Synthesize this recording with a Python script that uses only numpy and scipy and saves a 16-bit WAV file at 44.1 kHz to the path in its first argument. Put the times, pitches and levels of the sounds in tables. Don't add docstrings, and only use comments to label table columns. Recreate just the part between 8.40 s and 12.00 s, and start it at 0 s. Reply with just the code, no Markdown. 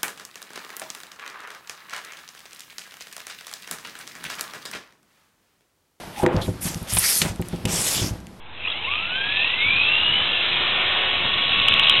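import sys
import numpy as np
from scipy import signal
from scipy.fft import rfft, irfft
from scipy.io import wavfile
from scipy.ndimage import uniform_filter1d

SR = 44100
rng = np.random.default_rng(int(sys.argv[2]) if len(sys.argv) > 2 else 0)


def store_wav(level_fs):
    pcm = np.round(np.clip(np.atleast_2d(level_fs), -1, 1) * 32767)
    wavfile.write(sys.argv[1], SR, pcm.T.astype(np.int16))


def elevation(decibels):
    levels = np.asarray(decibels, float)
    return 10 ** (levels / 20)


N = 158760
SECONDS = np.arange(N) / SR

# start_s, tooth_hz, whine_db, shaft_db, rattle_db, frame_ring_hz
DRIVE = [(0, 194.9, -86.5, -87, -87, 2600), (.25, 576, -67, -58.5, -32.5, 2626),
         (.43, 802, -50.5, -58, -39, 2896), (.485, 1096, -40.5, -70, -27, 2590),
         (.62, 1320, -39, -66.5, -29, 2720), (.78, 1568, -31.5, -54, -33, 2526),
         (1.0, 1779, -37.5, -49, -23, 2600), (1.16, 2032, -33, -54, -28.5, 2745),
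         (1.27, 2281, -28, -47, -27, 2445), (1.5, 2704, -27.5, -43, -25, 2630),
         (1.78, 3002, -27.5, -44.5, -28, 2943), (1.93, 3160, -39.5, -44, -26.5, 2780),
         (2.18, 3282, -40, -40, -31, 2425), (2.6, 3323, -41, -37, -33.5, 2540),
         (3.05, 3331, -32, -35.5, -28, 2895), (3.2, 3335, -33, -33, -23, 2640),
         (3.5, 3327, -36.5, -30, -22, 2846), (3.6, 3275, -30.5, -34, -21.5, 2867)]
TEETH = 9
TAIL_RATIO = 1 / 5
CAMERA_RATE_HZ = 8000


def evened(x):
    return x / np.sqrt(np.mean(x ** 2) + 1e-20)


def curve(rows, axis=1):
    rows = np.array(rows, float)
    return uniform_filter1d(np.interp(SECONDS, rows[:, 0], rows[:, axis]), size=900)


def drift(hz):
    spectrum = rfft(rng.standard_normal(N))
    bin_hz = np.arange(len(spectrum)) * SR / N
    return evened(irfft(spectrum / (1 + (bin_hz / hz) ** 4), N))


def resonate(x, hz, width_hz):
    turn = np.exp(2j * np.pi * np.cumsum(hz * np.ones(len(x))) / SR)
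    r = np.exp(-np.pi * width_hz / SR)
    return 2 * (turn * signal.lfilter([1 - r], [1, -r], x / turn)).real


def noise(points, patchy_db):
    hz = np.fft.rfftfreq(1024, 1 / SR)
    point_hz, point_db = np.transpose(points)
    real, imag, patches = rng.standard_normal((N // 256 + 5, 513, 3)).T
    patches = uniform_filter1d(patches, size=9, axis=0)
    patches = evened(uniform_filter1d(patches, size=12, axis=1))
    colour_db = np.interp(np.log(hz + 1), np.log(point_hz + 1), point_db)
    spectra = (real + 1j * imag) * elevation(colour_db[:, None] + patchy_db * patches)
    return evened(signal.istft(spectra, nperseg=1024, noverlap=768)[1][:N])


def air():
    # pitch_hz, level_db per Hz
    still_colour = [(30, -14.5), (250, -10.5), (500, -4.5), (1000, -0.5), (1900, -10.5), (2400, -12),
                    (4300, -22.5)]
    # start_s, level_db
    rumble_level = [(0, -47.5), (1.1, -42), (1.3, -37), (1.5, -35), (1.6, -38.5), (2.5, -42.5), (2.75, -40),
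                    (3.0, -36.5), (3.6, -36)]
    # start_s, level_db
    hiss_level = [(0, -58), (.3, -39.5), (.6, -40), (1.1, -36), (1.5, -34), (2.5, -29.5), (3.0, -33),
                  (3.6, -29)]
    # pitch_hz, level_db per Hz
    hiss_colour = [(40, -22.5), (200, -18.5), (450, -10), (1000, -8.5), (1950, -8.5), (2250, -2.5),
                   (3400, -1), (4300, -14.5)]
    wind_colour = [(20, -8.5), (60, -0.5), (150, -2.5), (300, -7.5), (600, -39.5)]

    still = elevation(-47) * noise(still_colour, patchy_db=4.0)
    hum_hz = 85.6
    hum = resonate(resonate(rng.standard_normal(N), hum_hz, 11), hum_hz, 14)
    hum = elevation(-51.5) * evened(hum)
    rumble = elevation(curve(rumble_level) - 2.5) * noise(wind_colour, patchy_db=2.06)
    hiss = elevation(curve(hiss_level) + 9.5) * noise(hiss_colour, patchy_db=1.5)
    return still + hum + rumble + hiss


def shaft_angle():
    tooth_hz = curve(DRIVE) * (1 + .0012 * drift(25))
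    return 2 * np.pi * np.cumsum(tooth_hz) / SR / TEETH


def rattle(angle):
    tooth_hz, ring_hz = curve(DRIVE), curve(DRIVE, axis=5)
    ticks_per_s = 100 + .4 * tooth_hz
    bunching = (1 + .4 * np.cos(TAIL_RATIO * angle)) * (1 + 0.28 * np.cos(angle))
    chance = bunching * ticks_per_s / SR
    size = elevation(2.5 * np.minimum(rng.exponential(1, (N, 3)), 4)) * rng.choice([-1, 1], (N, 3))
    struck = rng.random((N, 3)) < chance[:, None] * [1, 1, .3]
    ticks = struck * size / np.sqrt(ticks_per_s)[:, None]
    low = evened(resonate(resonate(ticks[:, 0], ring_hz, 300), ring_hz, 430))
    mid = evened(resonate(resonate(ticks[:, 1], 3530, 520), 3164, 480))
    top = evened(resonate(resonate(ticks[:, 2], 3790, 360), 3800, 600))
    bright = (tooth_hz / 3300) ** .6
    level = elevation(curve(DRIVE, axis=4) + 1.0 * drift(11))
    return level * (low + bright * (elevation(-2.5) * mid + elevation(-8) * top))


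def knocks(rows, extra_db):
    out = np.zeros(N)
    t = np.arange(800) / SR
    for start_s, peak_db, ring_hz, ring_s in rows:
        shape = np.minimum(t / 0.00051, 1) * np.exp(-(t / np.clip(ring_s, .001, .01)) ** 2)
        phase = 2 * np.pi * ring_hz * t
        ring = np.sin(phase) + 0.12 * np.cos(.78 * phase) + 0.18 * np.sin(.37 * phase)
        out[round(start_s * SR):][:800] += elevation(peak_db + extra_db) * shape * ring
    return out


def gear_knocks():
    # start_s, peak_db, ring_hz, ring_s
    gear_hits = [(.2044, -23, 2580, .005), (.2402, -21, 2490, 0.0046), (.2507, -16, 2580, 0.0046),
                 (.2606, -13.5, 2450, 0.0033), (.2723, -11.5, 2570, 0.0049), (.2754, -11, 2830, 0.0065),
                 (.282, -15, 3360, 0.0096), (.301, -11.5, 3340, 0.0052), (.3178, -15.5, 3760, 0.0071),
                 (.4858, -19, 2630, 0.0033), (.5374, -5, 2750, 0.0016), (.5464, -14, 2780, 0.0019),
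                 (.5554, -9, 2550, 0.0022), (.5805, -10, 2760, 0.0021), (.5995, -11, 2610, 0.0026),
                 (.8935, -19, 2690, 0.0052), (1.045, -5.5, 2560, 0.0044), (1.1378, -9, 2630, .004),
                 (1.4164, -15.5, 2581, 0.0034), (2.939, -5, 3550, 0.0038), (3.2, -0.5, 3550, .002),
                 (3.3095, -12, 3507, 0.0033), (3.4345, -1, 3720, .0025), (3.4724, -4, 3297, 0.005)]
    return knocks(gear_hits, extra_db=-6.0)


def frame_db(hz):
    # pitch_hz, level_db
    frame_colour = [(300, -2), (850, 5), (1180, 5), (1400, -4), (1760, 5), (2010, -4), (2160, 6), (3600, 4)]
    return np.interp(hz, *np.transpose(frame_colour))


def shaft_tones(angle):
    # order, on_deck_db, in_air_db
    orders = [(1, -4.5, -30.5), (2, -11.5, -30), (3, -9.5, -6), (4, -1, -12), (5, -1, -10), (6, -13.5, -8),
              (7, -15.5, 0.5), (8, -4, -2), (10, -4, -10.5)]
    lift_s, lift_len_s = 2.46, 1
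    aloft = np.clip((SECONDS - lift_s) / lift_len_s, 0, 1)
    shaft_hz = curve(DRIVE) / TEETH
    tones = 0
    for order, deck_db, air_db in orders:
        order = round(order)
        balance_db = deck_db + (air_db - deck_db) * aloft
        level = elevation(balance_db + frame_db(order * shaft_hz) + drift(3.6))
        tones = tones + level * np.cos(order * angle + rng.uniform(0, 2 * np.pi))
    beat = 1 + 0.45 * np.cos(TAIL_RATIO * angle)
    return np.sqrt(2) * elevation(curve(DRIVE, axis=3)) * tones * beat


def cogging(angle):
    tooth_hz = curve(DRIVE)
    fade_db = 45 * np.maximum(tooth_hz - 800, 0) / 1000
    level = elevation(curve(DRIVE, axis=2) + 8 - fade_db)
    taps = 0
    for k in (3, 4):
        taps = taps + elevation(frame_db(k * tooth_hz) + 6.1 * drift(40)) * np.cos(k * TEETH * angle)
    return level * taps


def whine(angle):
    tooth_hz = curve(DRIVE)
    octave_hz = 2 * tooth_hz
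    beat = (1 + .35 * np.cos(TAIL_RATIO * angle)) * (1 + .15 * np.cos(angle))
    tooth = elevation(frame_db(tooth_hz) + drift(15)) * np.cos(TEETH * angle)
    fall_db = 70 * np.maximum(octave_hz - 3560, 0) / 1000
    octave_db = -5 + frame_db(octave_hz) - fall_db
    octave = elevation(octave_db + 3.5 * drift(45)) * np.cos(2 * TEETH * angle)
    fold_db = -10 + 14.5 - 45 * abs(octave_hz - 4380) / 1000
    fold = elevation(fold_db) * (octave_hz > CAMERA_RATE_HZ / 2)
    folded = fold * np.cos(2 * np.pi * CAMERA_RATE_HZ * SECONDS - 2 * TEETH * angle)
    return np.sqrt(2) * elevation(curve(DRIVE, axis=2)) * beat * (tooth + octave + folded)


def overload_blows():
    # start_s, peak_db, ring_hz, ring_s
    hard_hits = [
        (3.2843, 1.2, 3000, .0022),
        (3.3232, -2.9, 3000, .002),
        (3.3393, .2, 3350, .0018),
        (3.3962, 1.0, 3100, .002),
        (3.4968, 1.8, 3180, .003),
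    ]
    return knocks(hard_hits, extra_db=-2)


def scene():
    angle = shaft_angle()
    gears = rattle(angle) + gear_knocks() + cogging(angle) + whine(angle)
    steady = air() + gears + shaft_tones(angle)
    blows = overload_blows()
    ducking = 1 - np.minimum(2 * uniform_filter1d(abs(blows), size=30), .8)
    squashed = .62 * np.tanh(steady / .62)
    return (squashed * ducking + blows)[None]


def band_limit(x):
    return signal.sosfilt(signal.butter(12, 15850, fs=SR, output="sos"), x)


def record(dry):
    edge_hz, image_hz, image_db = 4107, 10750, -63
    offset, clip = .012, .74
    lowpass = signal.firwin(601, edge_hz, window=("kaiser", 9), fs=SR)
    band = signal.oaconvolve(dry, lowpass[None], "same")
    band = band * (1 + elevation(image_db) * np.cos(2 * np.pi * image_hz * SECONDS))
    clipped = np.clip(band + offset, -clip, clip)
    return band_limit(clipped)


dry = scene()
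out = record(dry)
store_wav(out)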